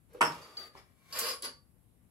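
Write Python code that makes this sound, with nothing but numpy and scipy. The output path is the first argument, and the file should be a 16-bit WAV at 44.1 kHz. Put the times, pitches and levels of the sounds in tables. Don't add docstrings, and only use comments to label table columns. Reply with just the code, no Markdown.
import sys
import numpy as np
from scipy import signal
from scipy.fft import rfft, irfft
from scipy.io import wavfile
from scipy.ndimage import uniform_filter1d

SR = 44100
rng = np.random.default_rng(int(sys.argv[2]) if len(sys.argv) > 2 else 0)


def gain_from_db(level_db):
    decades = np.asarray(level_db, float) / 20
    return 10 ** decades


def put_to_file(sound):
    columns = np.atleast_2d(sound).T
    safe = np.clip(columns, -1, 1)
    whole_steps = np.round(safe * 32767)
    wavfile.write(sys.argv[1], SR, whole_steps.astype(np.int16))


N = 92610

# t/s, level/dB
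STROKES = [
    [(.085, -72), (.1, -60.5), (.15, -51.5), (.19, -50.5)],
    [(.25, -42), (.322, -51), (.345, -49), (.4, -53), (.565, -59.5)],
    [(.571, -51), (.635, -54.5), (.68, -57.5)],
    [(.735, -72), (.78, -59), (.83, -78.5), (.93, -80.5)],
    [(.95, -78.5), (1.07, -67), (1.12, -54.5)],
    [(1.124, -50), (1.165, -40.5), (1.2, -41.5), (1.24, -40.5), (1.305, -39.5), (1.345, -53.5)],
    [(1.422, -44), (1.453, -39.5), (1.48, -53)],
]
# f/Hz, level/dB, t60/s
BOX = [(497.2, -4, 0.069), (610, -2.5, .02), (379.8, -11.5, .02), (882, -7, 0.014)]
# f/Hz, level/dB, t60/s
BOLTS = [(379, -1.5, 0.019), (534.7, -7, 0.048), (927, -12, 0.03), (1120, -6.5, 0.02), (1255, -2.5, 0.016),
         (2783, -10.5, 0.071), (4640, -8, 0.17)]
# f/Hz, level/dB, t60/s
CLIP_PART = [(507, -40, 0.033), (1225, -3, 0.068), (1966, -8.5, 0.019), (3010, -9.5, 0.041),
             (4643, -1, 0.16), (14500, -10, 0.0049), (11130, -11, 0.042)]
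# f/Hz, level/dB, t60/s
CARTON = [(430, -3.5, 0.03), (775, -4.5, 0.025), (1220, 3, 0.011), (2320, -2.5, 0.065),
          (5050, -19.5, 0.025)]
# f/Hz, level/dB, t60/s
SLIDER = [(394, -15.5, 0.092), (471, -8.5, 0.092), (1110, -5.5, 0.11), (1197, -6, 0.096), (2061, -9, 0.04),
          (4546, -7.5, 0.1), (4670, -7.5, 0.32), (4900, -3, 0.061), (5080, -6, 0.035), (10130, -13, 0.24),
          (10850, -12, 0.11), (12300, -26, 0.046)]
# f/Hz, level/dB, t60/s
SOCKET = [(255.4, -15.5, 0.073), (615, -18.5, 0.056), (1144, -9, 0.052), (4640, -8, 0.078), (4557, -2, .25),
          (4553, -9.5, 0.042), (4800, -5.5, 0.038), (5120, -9, 0.024), (10130, -1.5, 0.042),
          (10830, -4, 0.041)]
# f/Hz, level/dB, t60/s
PARTS = [BOX, BOLTS, CLIP_PART, CARTON, [(1074, -10.5, 0.069), (2320, -7, 0.086)], SLIDER, SOCKET]
# f/Hz, level/dB per Hz
GRIT = [(120, -49), (200, -12), (473, 0.5), (1120, -10), (1480, -2.5), (4680, -12), (9060, -20.5),
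        (11100, -16), (16000, -30)]


def evened(x):
    return x / np.sqrt(np.mean(x ** 2) + 1e-20)


def read(points, hz):
    f, value = np.transpose(points)
    return np.interp(np.log(hz + 1), np.log(f + 1), value)


def add(mix, s, sound):
    part = mix[:, round(s * SR):][:, :sound.shape[1]]
    part += sound[:, :part.shape[1]]


def ring(modes, focus_hz=0):
    split, rise_cycles, focus_oct = 0.0087, 1.5, 0.13
    hz, db, t60 = np.transpose(modes).repeat(3, axis=1)[:, :, None]
    detune, lean = rng.uniform(-0.77, 1, (len(hz), 2)).T[:, :, None]
    size = np.sqrt((gain_from_db(db) ** 2).sum())
    if focus_hz:
        db = db - 9 * np.minimum((np.log2(hz / focus_hz) / focus_oct) ** 2, 3)
    hz = hz * (1 + split * detune * .1 / t60)
    t = np.arange(SR // 3) / SR
    turn = lean * np.minimum(hz / 700, 3.2)
    decay = gain_from_db(db - 60 * t / t60) / np.sqrt(t60 * SR / 28)
    shape = decay * np.minimum(t * hz / rise_cycles, 1)
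    ports = [(shape * np.sin(2 * np.pi * hz * t + side * turn)).sum(0) for side in (-.5, .5)]
    return np.array(ports) / size


def colour(points, tilt_db=0, focus_hz=0):
    puff_oct, scatter_db, scatter_s = 0.77, 6, 0.0014
    hz = abs(np.fft.fftfreq(4096, 1 / SR))
    db = read(points, hz) + tilt_db * np.log2((hz + 100) / 3000)
    if focus_hz:
        db = -4.3 * (np.log2((hz + 20) / focus_hz) / puff_oct) ** 2
    log = np.log(gain_from_db(np.maximum(db, -100)))
    taps = np.fft.ifft(np.exp(log - 1j * signal.hilbert(log).imag)).real[:2048]
    paths = rng.standard_normal((2, 600))
    paths = (paths - uniform_filter1d(paths, size=41)) * np.exp(-np.arange(600) / (scatter_s * SR))
    direct = np.arange(600) == 0
    paths = gain_from_db(scatter_db) * paths / np.linalg.norm(paths[0]) + direct
    turns = rfft(paths, 2048, axis=1)
    paths = irfft(turns / abs(turns), axis=1)
    paths = np.roll(paths, 64, axis=1)[:, :1024]
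    return signal.fftconvolve(taps[None], paths, axes=1)[:, 64:] / np.linalg.norm(taps)


def catches(count):
    catches_per_s, spread_db = 6500, 2
    height, sign, chance = rng.random((count, 3)).T
    size = gain_from_db(-spread_db * np.log(1 - .995 * height)) * np.sign(sign - .5)
    size = size * (chance < catches_per_s / SR)
    return evened(size + 1e-6)[None]


def strike(drive, modes, ring_db, grit_db, points, tilt_db=0, focus_hz=0):
    rung = gain_from_db(ring_db) * signal.fftconvolve(drive, ring(modes, focus_hz), axes=1)
    grit = signal.fftconvolve(drive, colour(points, tilt_db, focus_hz), axes=1)
    add(rung, 0, gain_from_db(grit_db) * grit)
    return rung


def air():
    level_db, patch_db = -64.5, 1.2
    # f/Hz, level/dB per Hz
    air_spectrum = [(15, -41.5), (25, -7), (145, -8), (354, -21), (384, -23), (1400, -32), (6050, -43.5),
                    (11000, -29), (16000, -46)]
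    # f/Hz, left over right/dB
    air_left = [(60, 14), (380, 7), (2380, 1), (15000, -1.5)]
    frames, hz = N // 256 + 5, np.fft.rfftfreq(1024, 1 / SR)
    a, b, c, d, patches = rng.standard_normal((frames, 513, 5)).T
    left, other = a + 1j * b, c + 1j * d
    lean = read(air_left, hz)[:, None] / 2
    patches = evened(uniform_filter1d(uniform_filter1d(patches, 12, 0), 14, 1))
    same = np.clip(.7 - hz / 900, 0, 1)[:, None]
    right = same * left + np.sqrt(1 - same ** 2) * other
    z = np.array([left * gain_from_db(lean), right * gain_from_db(-lean)])
    z *= gain_from_db(read(air_spectrum, hz)[:, None] + patch_db * patches)
    return gain_from_db(level_db) * evened(signal.istft(z, nperseg=1024, noverlap=768)[1][:, :N])


def garage(x):
    # f/Hz, t60/s
    echo_decay = [(120, 0.41), (400, 0.35), (1000, .28), (3000, 0.24), (8000, 0.24), (15000, .15)]
    taps = np.zeros((2, SR // 2 + 40))
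    at = np.arange(120, SR // 2, 20)
    at = at + rng.integers(0, 20, (2, len(at)))
    np.put_along_axis(taps, at, rng.choice([-1., 1.], at.shape), 1)
    hz, t, z = signal.stft(taps, SR, nperseg=256)
    shared = np.clip(1.2 - hz / 1400, 0, 1)[:, None]
    z[1] = shared * z[0] + np.sqrt(1 - shared ** 2) * z[1]
    fade = gain_from_db(-60 * t / read(echo_decay, hz)[:, None])
    tail = signal.istft(z * fade, SR, nperseg=256)[1]
    return signal.fftconvolve(x, tail / np.linalg.norm(tail[0]), axes=1)[:, :N]


def stroke(curve, modes, ring_db, grit_db, tilt_db, left_db):
    release_s = .006
    s, db = np.transpose(curve)
    t = np.arange(s[0], s[-1] + 4 * release_s, 1 / SR)
    press = gain_from_db(np.interp(t, s, db)) * np.exp(-np.maximum(t - s[-1], 0) / release_s)
    force = press * catches(SR // 2)[:, :len(t)]
    balance = gain_from_db([[left_db / 2], [-left_db / 2]])
    return s[0], balance * strike(force, modes, ring_db, grit_db, GRIT, tilt_db)


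def clink(s, grit_db, ring_db, focus_hz, length):
    begun = sum(c[0][0] < s + .004 for c in STROKES)
    modes = PARTS[begun - 1]
    u = np.arange(3000) / SR / length
    burst = np.minimum(u / 0.086, 1) * np.exp(-u) * rng.standard_normal((1, len(u)))
    return s, strike(burst / np.linalg.norm(burst), modes, ring_db, grit_db, GRIT, focus_hz=focus_hz)


def knock():
    bench_db, crack_db, bar_db = -3.5, 4.5, -20
    slip_s, slip_db = .252, -39.5
    # f/Hz, level/dB, t60/s
    bench = [(158, -5, 0.26), (315.7, -10, 0.12), (479, -9.5, 0.22), (649, -8, 0.19), (847, -5.5, 0.18),
             (970.6, 4.5, 0.058), (1110, 1, 0.035), (1230, -2, 0.033), (1349, -11, 0.0385),
             (1610, -1, 0.025), (1770, -1.5, 0.045), (2080, -8.5, 0.0504), (2350, -16, .03),
             (2627, -10.5, 0.0397)]
    # f/Hz, level/dB, t60/s
    bar = [(2805, -14, 0.094), (5352, -10.5, 0.16), (5490, -19.5, 0.061), (8043, -4, 0.15)]
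    # f/Hz, level/dB per Hz
    crack = [(60, -35.5), (150, -15), (500, -11), (1100, 2), (2200, -9), (3400, -23.5), (6000, -29.5),
             (10000, -20), (13000, -44.5)]
    # t/s, level/dB
    blows = [
        (0.2082, -12),
        (0.2111, -6),
        (0.2135, -4),
        (0.2167, -0.5),
        (0.2198, -10),
        (0.2261, -4.5),
    ]
    # t/s, level/dB
    buzz = [(.21, -49), (.225, -49), (.262, -53.5), (.3, -69.5)]
    force, out = np.zeros((1, 2000)), np.zeros((2, N))
    start = blows[0][0]
    for s, db in blows:
        push = 0.18 + rng.standard_normal((1, 200))
        add(force, s - start, gain_from_db(db) * np.exp(-np.arange(200) / 45) * push / 4.01)
    add(out, start, strike(force, bench, bench_db, crack_db, crack))
    add(out, start, gain_from_db(bar_db) * signal.fftconvolve(force, ring(bar), axes=1))
    add(out, *stroke(buzz, bar, ring_db=-18.5, grit_db=0, tilt_db=5.5, left_db=0))
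    slip = catches(3000) * np.hanning(3000) ** 2
    add(out, slip_s - 1500 / SR, gain_from_db(slip_db) * signal.fftconvolve(slip, ring(bar[1:3]), axes=1))
    return out


def scene():
    wet_db, turns_per_s = -2, 9
    # ring/dB, grit/dB, brightness/dB per octave, left over right/dB
    mixes = [(-10.5, -13, -2, 1), (-5.5, -5, 0.6, 1), (-5.5, -3, 0, 2), (-1, 1.5, 0, 3.5),
             (-8.5, -3, 2.8, 2), (-3.5, 0.5, 3, -0.4), (-5.5, -3.5, 2.5, 2)]
    # t/s, grit/dB, ring/dB, pitch region f/Hz, length/s
    clinks = [(0.132, -37.5, -72, 10600, .006), (0.145, -25.5, -17, 514.6, 0.0065),
              (0.321, -26, -41, 4500, 0.002), (0.413, -33, -18, 4660, 0.025),
              (0.569, -29.5, -12, 4640, 0.004), (.622, -39.5, -20, 4640, 0.005),
              (0.7516, -24.5, -45, 533, 0.004), (0.774, -46.5, -10.5, 5050, 0.0071),
              (1.1244, -30.5, -26, 5000, .002), (1.126, -28, -14, 4900, 0.005),
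              (1.1326, -28, -17, 8000, 0.0024), (1.176, -22, -7, 1150, 0.013),
              (1.1877, -2, -47.5, 12500, 0.011), (1.188, -9.5, -40, 5000, .012),
              (1.213, -30.5, -5.5, 476, .015), (1.249, -27.5, -17, 1110, 0.022),
              (1.254, -31, 1.5, 10850, 0.014), (1.284, -22.5, -4.5, 5106, .018),
              (1.334, -34.5, -7.5, 10130, .01), (1.4224, -21, -17, 10500, 0.0015),
              (1.425, -24.5, -17.5, 4800, .001), (1.432, -27.5, -16, 4800, .001),
              (1.4372, -28.5, -17.5, 4800, 0.00059), (1.445, -26, -18.5, 4800, .001),
              (1.447, -37, -12, 4660, .001), (1.4499, -25.5, -11, 4660, .001),
              (1.4539, -33, -24, 4660, .001), (1.4592, -30, -15, 4660, .001),
              (1.448, -34.5, -14.5, 1150, .012)]
    parts = knock()
    for curve, modes, mix in zip(STROKES, PARTS, mixes):
        add(parts, *stroke(curve, modes, *mix))
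    for row in clinks:
        add(parts, *clink(*row))
    turn = 2 * np.pi * turns_per_s * np.arange(N) / SR
    echo = garage(parts * np.cos(turn)) + garage(parts * np.sin(turn))
    return parts + gain_from_db(wet_db) * echo + air()


def band_limit(x):
    return signal.sosfilt(signal.butter(12, 16520, fs=SR, output="sos"), x)


def record(dry):
    low_hz, top_hz = 40, 15850
    notch_hz, notch_width_hz, notch_db = 9100, 260, -8
    hz = np.fft.rfftfreq(N, 1 / SR) + 1
    dip = gain_from_db(notch_db * np.exp(-((hz - notch_hz) / notch_width_hz) ** 2))
    low_cut = 1 + (low_hz / hz) ** 8
    high_cut = 1 + np.exp((hz - top_hz) / 60)
    mix = irfft(rfft(dry, axis=1) * dip / low_cut / high_cut, N, axis=1)
    return band_limit(mix)


dry = scene()
out = record(dry)
put_to_file(out)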